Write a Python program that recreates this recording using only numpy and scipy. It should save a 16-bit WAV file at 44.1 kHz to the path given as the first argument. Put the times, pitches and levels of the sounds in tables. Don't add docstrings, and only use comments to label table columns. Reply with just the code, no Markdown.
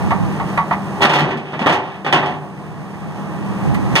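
import sys
import numpy as np
from scipy import signal
from scipy.fft import rfft, irfft, next_fast_len
from scipy.io import wavfile
from scipy.ndimage import uniform_filter1d

SR = 44100
rng = np.random.default_rng(int(sys.argv[2]) if len(sys.argv) > 2 else 0)


def master(y):
    cut = np.clip(np.atleast_2d(y).T, -1, 1)
    pcm = np.round(cut * 32767)
    wavfile.write(sys.argv[1], SR, pcm.astype(np.int16))


N = 176400

# time_s, level_db
WIND_GUSTS = [(0, -27.5), (.23, -14), (.36, -28.5), (.72, -33), (1.0, -32.5), (2.5, -25.5), (2.9, -23),
              (3.07, -24.5), (3.62, -19.5), (3.72, -11), (4, -16)]
# frequency_hz, density_db
WIND_SPECTRUM = [(20, -28), (45, -8), (90, 2), (150, 3.5), (220, 0.5), (320, -12), (600, -22), (2000, -71)]
# cycle_multiple, level_db
ENGINE_HARMONICS = [(4, -37), (5, -30.5), (8, -39), (21, -41), (30, -47)]
# frequency_hz, density_db
ENGINE_SPECTRUM = [(30, -37.5), (90, -7.5), (165, 6), (260, -5), (380, -4), (520, -9.5), (800, -3.5),
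                   (1150, -7), (1450, -16), (1900, -15.5), (2700, -19.5), (3900, -32), (5500, -33),
                   (9000, -35.5), (15000, -48.5)]
# time_s, level_db
ENGINE_LOAD = [(0, 1.5), (.55, 0.5), (.9, 1.5), (2.3, 5), (3.0, 2.5), (4, 4)]
# start_s, level_db, tilt_db_per_octave
LINK_KNOCKS = [(.106, -15.5, 2), (.118, -14.5, -0.5), (.399, -19, 0.5), (.575, -11.5, 1.5),
               (.587, -12.5, 1), (.710, -10, -0.5), (.726, -15, 3), (3.744, -25, 9)]
# pitch_hz, level_db, t60_s
LINK_RESONANCES = [(785, -5, 0.098), (904, 4, 0.18), (1127.4, 3.5, 0.21), (1280, -7, 0.072),
                   (2011, -3.5, 0.14)]
# frequency_hz, density_db
LINK_SPECTRUM = [(100, -6), (450, -19.5), (700, -1), (1150, 1.5), (1550, -15), (2000, -7.5), (2500, -15.5),
                 (5500, -42.5), (15000, -57)]
# start_s, length_s, level_db
STONE_CRUNCHES = [(1.012, 0.068, 3.5), (1.07, 0.18, -1.5), (1.586, .06, -17)]
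# frequency_hz, gain_db
STONE_SPECTRUM = [(500, -1), (1700, 9), (3400, 4.5), (4600, -6.5), (11500, -22), (15000, -34)]
# start_s, pitch_hz, level_db
GROUND_THUMPS = [(1.046, 220, 5), (1.611, 229, 1)]
# start_s, length_s, level_db
TEETH_SCRAPES = [(1.027, 0.35, -6.5), (1.358, 0.26, -14.5), (1.78, 0.21, -13.5), (2.141, 0.24, -13)]
# start_s, level_db, tilt_db_per_octave
BUCKET_BLOWS = [(1.007, -16, -3), (1.021, 4, 2.5), (1.036, 1.5, -0.5), (1.049, 7.5, 1), (1.095, 4.5, 1.5),
                (1.135, 4, 2.5), (1.156, 3, 1.5), (1.186, -2, 1.5), (1.212, -1, 0.5), (1.308, -4.5, 0),
                (1.372, -18, 4), (1.532, -7, -2.5), (1.592, -6, 0), (1.617, -3.5, -1), (1.661, 4, -1),
                (1.668, 7.5, -0.5), (1.694, 5.5, 0.5), (1.725, -3.5, 4), (2.047, -8, 0.5),
                (2.064, -1.5, -0.5), (2.126, 6.5, 1.5), (2.140, 2.5, 0), (2.157, -1.5, -0.5),
                (2.228, -5, -2), (2.260, -8.5, 1), (3.954, -4, 4.5), (3.961, 1, 4.5)]
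SEAT_CHANGES = [1.5, 2.0]
# pitch_hz, first_seat_db, second_seat_db, third_seat_db
BUCKET_RESONANCES = [(148.7, -5.5, -14.5, -6), (386, -1.5, -9, -6), (593, -7.5, -12.5, -5.5),
                     (730, -4, -3.5, 0.5), (762, -9, -4.5, -6), (841, -6.5, -4, -2.5), (890, -5, 0.5, -1),
                     (1114, -6, -3, -5), (1528, -6, -8.5, -5.5), (1739, -13, -12, -6), (1970, -3, -8, -16),
                     (2620, -16, -11, -11), (3290, -9.5, -12, -7.5), (3481, -14, -21, -11)]
# frequency_hz, density_db
BUCKET_SPECTRUM = [(40, -29.5), (85, -13.5), (130, -4), (250, 1.5), (520, -3.5), (830, 3), (1200, -1.5),
                   (1500, -8), (2000, -3.5), (2950, -6.5), (4000, -21.5), (9000, -38.5), (15000, -56)]
# frequency_hz, level_db
DIFFUSE_SHARE = [(150, -8.5), (500, -14), (1500, -15), (5000, -5.5), (12000, -14.5)]
# frequency_hz, left_lead_rad
PORT_LEAD = [(0, 0), (480, .6), (620, -.6), (1000, 0), (1780, 0), (2060, -3.1), (2850, -3.4), (3400, -5.3),
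             (4100, -6.7), (5100, -9), (6400, -12.6), (7600, -15.7), (9000, -12.8), (11600, -6.3),
             (13800, 0), (15000, -1.9)]
# frequency_hz, left_minus_right_db
PORT_LEAN = [(130, 4), (300, -3), (530, 5.5), (800, -2), (1400, -2), (1600, -1), (1900, -7), (2500, 0.5),
             (6000, -2.5), (8500, 2), (14000, -4.5)]

OPPOSITE = np.array([[1], [-1]])
LN_1000 = np.log(1000)


def undb(db):
    return 10 ** (np.asarray(db) / 20)


def unit(x):
    return x / np.sqrt(np.mean(x ** 2))


def energy(x):
    return unit(x) / np.sqrt(x.shape[-1])


def curve(rows):
    return np.interp(np.arange(N) / SR, *np.array(rows).T)


def at(points, hz):
    f, values = np.array(points).T
    return np.interp(np.log(np.maximum(hz, 1)), np.log(f), values)


def colour(x, points):
    size = 8192
    cepstrum = irfft(np.log(undb(at(points, np.fft.rfftfreq(size, 1 / SR)))))
    cepstrum[1:size // 2] *= 2
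    cepstrum[size // 2 + 1:] = 0
    response = irfft(np.exp(rfft(cepstrum)))
    n = x.shape[-1]
    padded = next_fast_len(n + size, real=True)
    return irfft(rfft(x, padded) * rfft(response, padded), padded)[..., :n]


def wander(rate_hz):
    hold = int(SR / rate_hz)
    steps = np.repeat(rng.standard_normal(N // hold + 1), hold)
    return unit(uniform_filter1d(uniform_filter1d(steps, hold), hold)[:N])


def stereo_noise(size):
    mid, side = rng.standard_normal((2, size))
    return unit(mid + colour(side, DIFFUSE_SHARE) * OPPOSITE)


def swell(start_s, length_s):
    return np.sin(np.pi * np.clip((np.arange(N) / SR - start_s) / length_s, 0, 1))


def excite(force, response):
    return signal.fftconvolve(force[None], response)[:, :N]


def grit(per_s, spread_db=5):
    clicks = (rng.random(N) < per_s / SR) * rng.choice([-1, 1], N)
    return unit(clicks * undb(spread_db * np.minimum(rng.exponential(size=N), 4)))


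def contacts(rows, chatter_s):
    size = 4096
    t = np.arange(size) / SR
    force = np.zeros(N + size)
    for start, db, tilt in rows:
        chatter = rfft(rng.standard_normal(size) * np.exp(-t / chatter_s))
        whitened = irfft(chatter / np.sqrt(uniform_filter1d(abs(chatter) ** 2, size=15)))
        push = energy(whitened * np.exp(-t / chatter_s / 10))
        push = colour(push, [(hz, tilt * np.log2(hz / 1000)) for hz in (250, 8000)])
        i = int(start * SR)
        force[i:i + size] += undb(db) * push * np.sqrt(SR * .03)
    return force[:N]


def steel(spectrum, t60_s, crack_db, damping=0.39):
    t, f = np.arange(SR) / SR, np.fft.rfftfreq(SR, 1 / SR)
    noise = rfft(stereo_noise(SR))
    octave = np.clip(np.log2(np.maximum(f, 1) / 1000), -4, 4)
    ring = 0
    for k in range(-4, 5):
        band = irfft(noise * np.maximum(1 - abs(octave - k), 0))
        band_t60 = t60_s * 2 ** (-damping * max(k, -1))
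        ring = ring + band * np.exp(-LN_1000 * t / band_t60) / np.sqrt(band_t60)
    crack = energy(colour(1. * (t == 0), spectrum))
    return energy(energy(colour(ring, spectrum)) + undb(crack_db) * crack)


def wind(common_db=-15, left_minus_right_db=-4):
    common, opposed = unit(colour(rng.standard_normal((2, N)), WIND_SPECTRUM))
    level_db = curve(WIND_GUSTS) + 2.15 * wander(18) + OPPOSITE * left_minus_right_db / 2
    return (undb(common_db) * common + OPPOSITE * opposed) * undb(level_db)


def engine(cycle_hz=39.6, waver=0.00295, firing_depth=0.1, noise_db=-24):
    phase = 2 * np.pi * np.cumsum(cycle_hz * (1 + waver * wander(5.4))) / SR
    tones = 0
    for multiple, db in ENGINE_HARMONICS:
        amplitude = np.sqrt(2) * undb(db + 2 * wander(9))
        tones = tones + amplitude * np.sin(multiple * phase + 2 * np.pi * rng.random())
    throb = 1 + firing_depth * np.cos(2 * phase)
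    roar = unit(colour(stereo_noise(N) * throb * undb(0.65 * wander(25.28)), ENGINE_SPECTRUM))
    return (tones + undb(noise_db) * roar) * undb(curve(ENGINE_LOAD))


def linkage(pins=2, modes_db=-8):
    out, t = 0, np.arange(SR) / SR
    for k in range(pins):
        modes = 0
        for hz, db, t60 in LINK_RESONANCES:
            mode = np.sin(2 * np.pi * hz * t) * np.exp(-LN_1000 * t / t60)
            modes = modes + undb(db) * rng.choice([-1, 1]) * energy(mode)
        body = energy(steel(LINK_SPECTRUM, t60_s=0.23, crack_db=-4) + undb(modes_db) * modes)
        out = out + excite(contacts(LINK_KNOCKS[k::pins], chatter_s=0.0038), body)
    return out


def stone_crunch(decay_s=0.0021):
    pressure = sum(undb(db) * swell(start, length) for start, length, db in STONE_CRUNCHES)
    crack = energy(stereo_noise(SR) * np.exp(-np.arange(SR) / SR / decay_s))
    return colour(excite(pressure * grit(per_s=700), crack), STONE_SPECTRUM)


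def ground_thumps(rise_s=0.0077):
    out = 0
    for start, hz, db in GROUND_THUMPS:
        age = np.maximum(np.arange(N) / SR - start, 0)
        envelope = (age / rise_s * np.exp(1 - age / rise_s)) ** 2
        out = out + undb(db) * envelope * np.sin(2 * np.pi * hz * age)
    return out


def bucket_clang(level_db=-11.5, t60_at_1khz_s=0.61, damping=0.51, waver_hz=3.05, flutter_db=3):
    out = 0
    for hz, *seat_db in BUCKET_RESONANCES:
        fed = np.zeros(N)
        for start, db, _ in BUCKET_BLOWS:
            seat = np.searchsorted(SEAT_CHANGES, start)
            fed[int(start * SR)] += undb(db + seat_db[seat]) ** 2
        t60 = t60_at_1khz_s * (1000 / hz) ** damping
        stored = signal.lfilter([1], [1, -np.exp(-2 * LN_1000 / (t60 * SR))], fed)
        phase = 2 * np.pi * (np.cumsum(hz + waver_hz * wander(40)) / SR + rng.random())
        amplitude = np.sqrt(stored) * undb(flutter_db * wander(25.14))
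        stereo_phase = rng.standard_normal((2, 1)) * hz / 4000
        out = out + amplitude * np.sin(phase + stereo_phase)
    return undb(level_db) * out


def bucket_rattle(points=4, grains_per_s=900, shudder_hz=406):
    out = 0
    pressure = sum(undb(db) * swell(start, length) for start, length, db in TEETH_SCRAPES)
    for k in range(points):
        body = steel(BUCKET_SPECTRUM, t60_s=0.46, crack_db=-6)
        rumble = colour(rng.standard_normal(N), [(shudder_hz, 0), (2 * shudder_hz, -24)])
        shudder = undb(2) * rumble * swell(start_s=0.98, length_s=0.43)
        blows = contacts(BUCKET_BLOWS[k::points], chatter_s=0.0058)
        scrape = pressure * grit(grains_per_s / points)
        out = out + excite(blows + (scrape + shudder) / np.sqrt(points), body)
    return out


def ports(x, low_cut_hz=54):
    size = next_fast_len(N + 8192, real=True)
    f = np.fft.rfftfreq(size, 1 / SR)
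    lead_rad, lean_db = np.interp(f, *np.array(PORT_LEAD).T), at(PORT_LEAN, f)
    gains = np.array([undb(lean_db / 2) * np.exp(1j * lead_rad), undb(-lean_db / 2)])
    x = signal.sosfilt(signal.butter(2, low_cut_hz, "high", fs=SR, output="sos"), x)
    return irfft(rfft(x, size) * gains, size)[:, :N]


def scene():
    machine = engine() + linkage() + bucket_rattle() + bucket_clang() + ground_thumps() + stone_crunch()
    return ports(machine) + wind()


def record(dry):
    threshold_db, ratio, recover_db_per_s, detect_s, top_hz = -12, 5.58, 8.5, 0.0087, 15100
    power = uniform_filter1d(np.mean(dry ** 2, axis=0), int(detect_s * SR))
    over_db = np.maximum(10 * np.log10(np.maximum(power, 1e-12)) - threshold_db, 0)
    recovery_db = recover_db_per_s * np.arange(N) / SR
    duck_db = np.maximum.accumulate(over_db * (1 - 1 / ratio) + recovery_db) - recovery_db
    out = np.clip(dry * undb(-uniform_filter1d(duck_db, size=128)), -1, 1)
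    return signal.sosfilt(signal.ellip(8, .2, 70, top_hz, fs=SR, output="sos"), out)


dry = scene()
out = record(dry)
master(out)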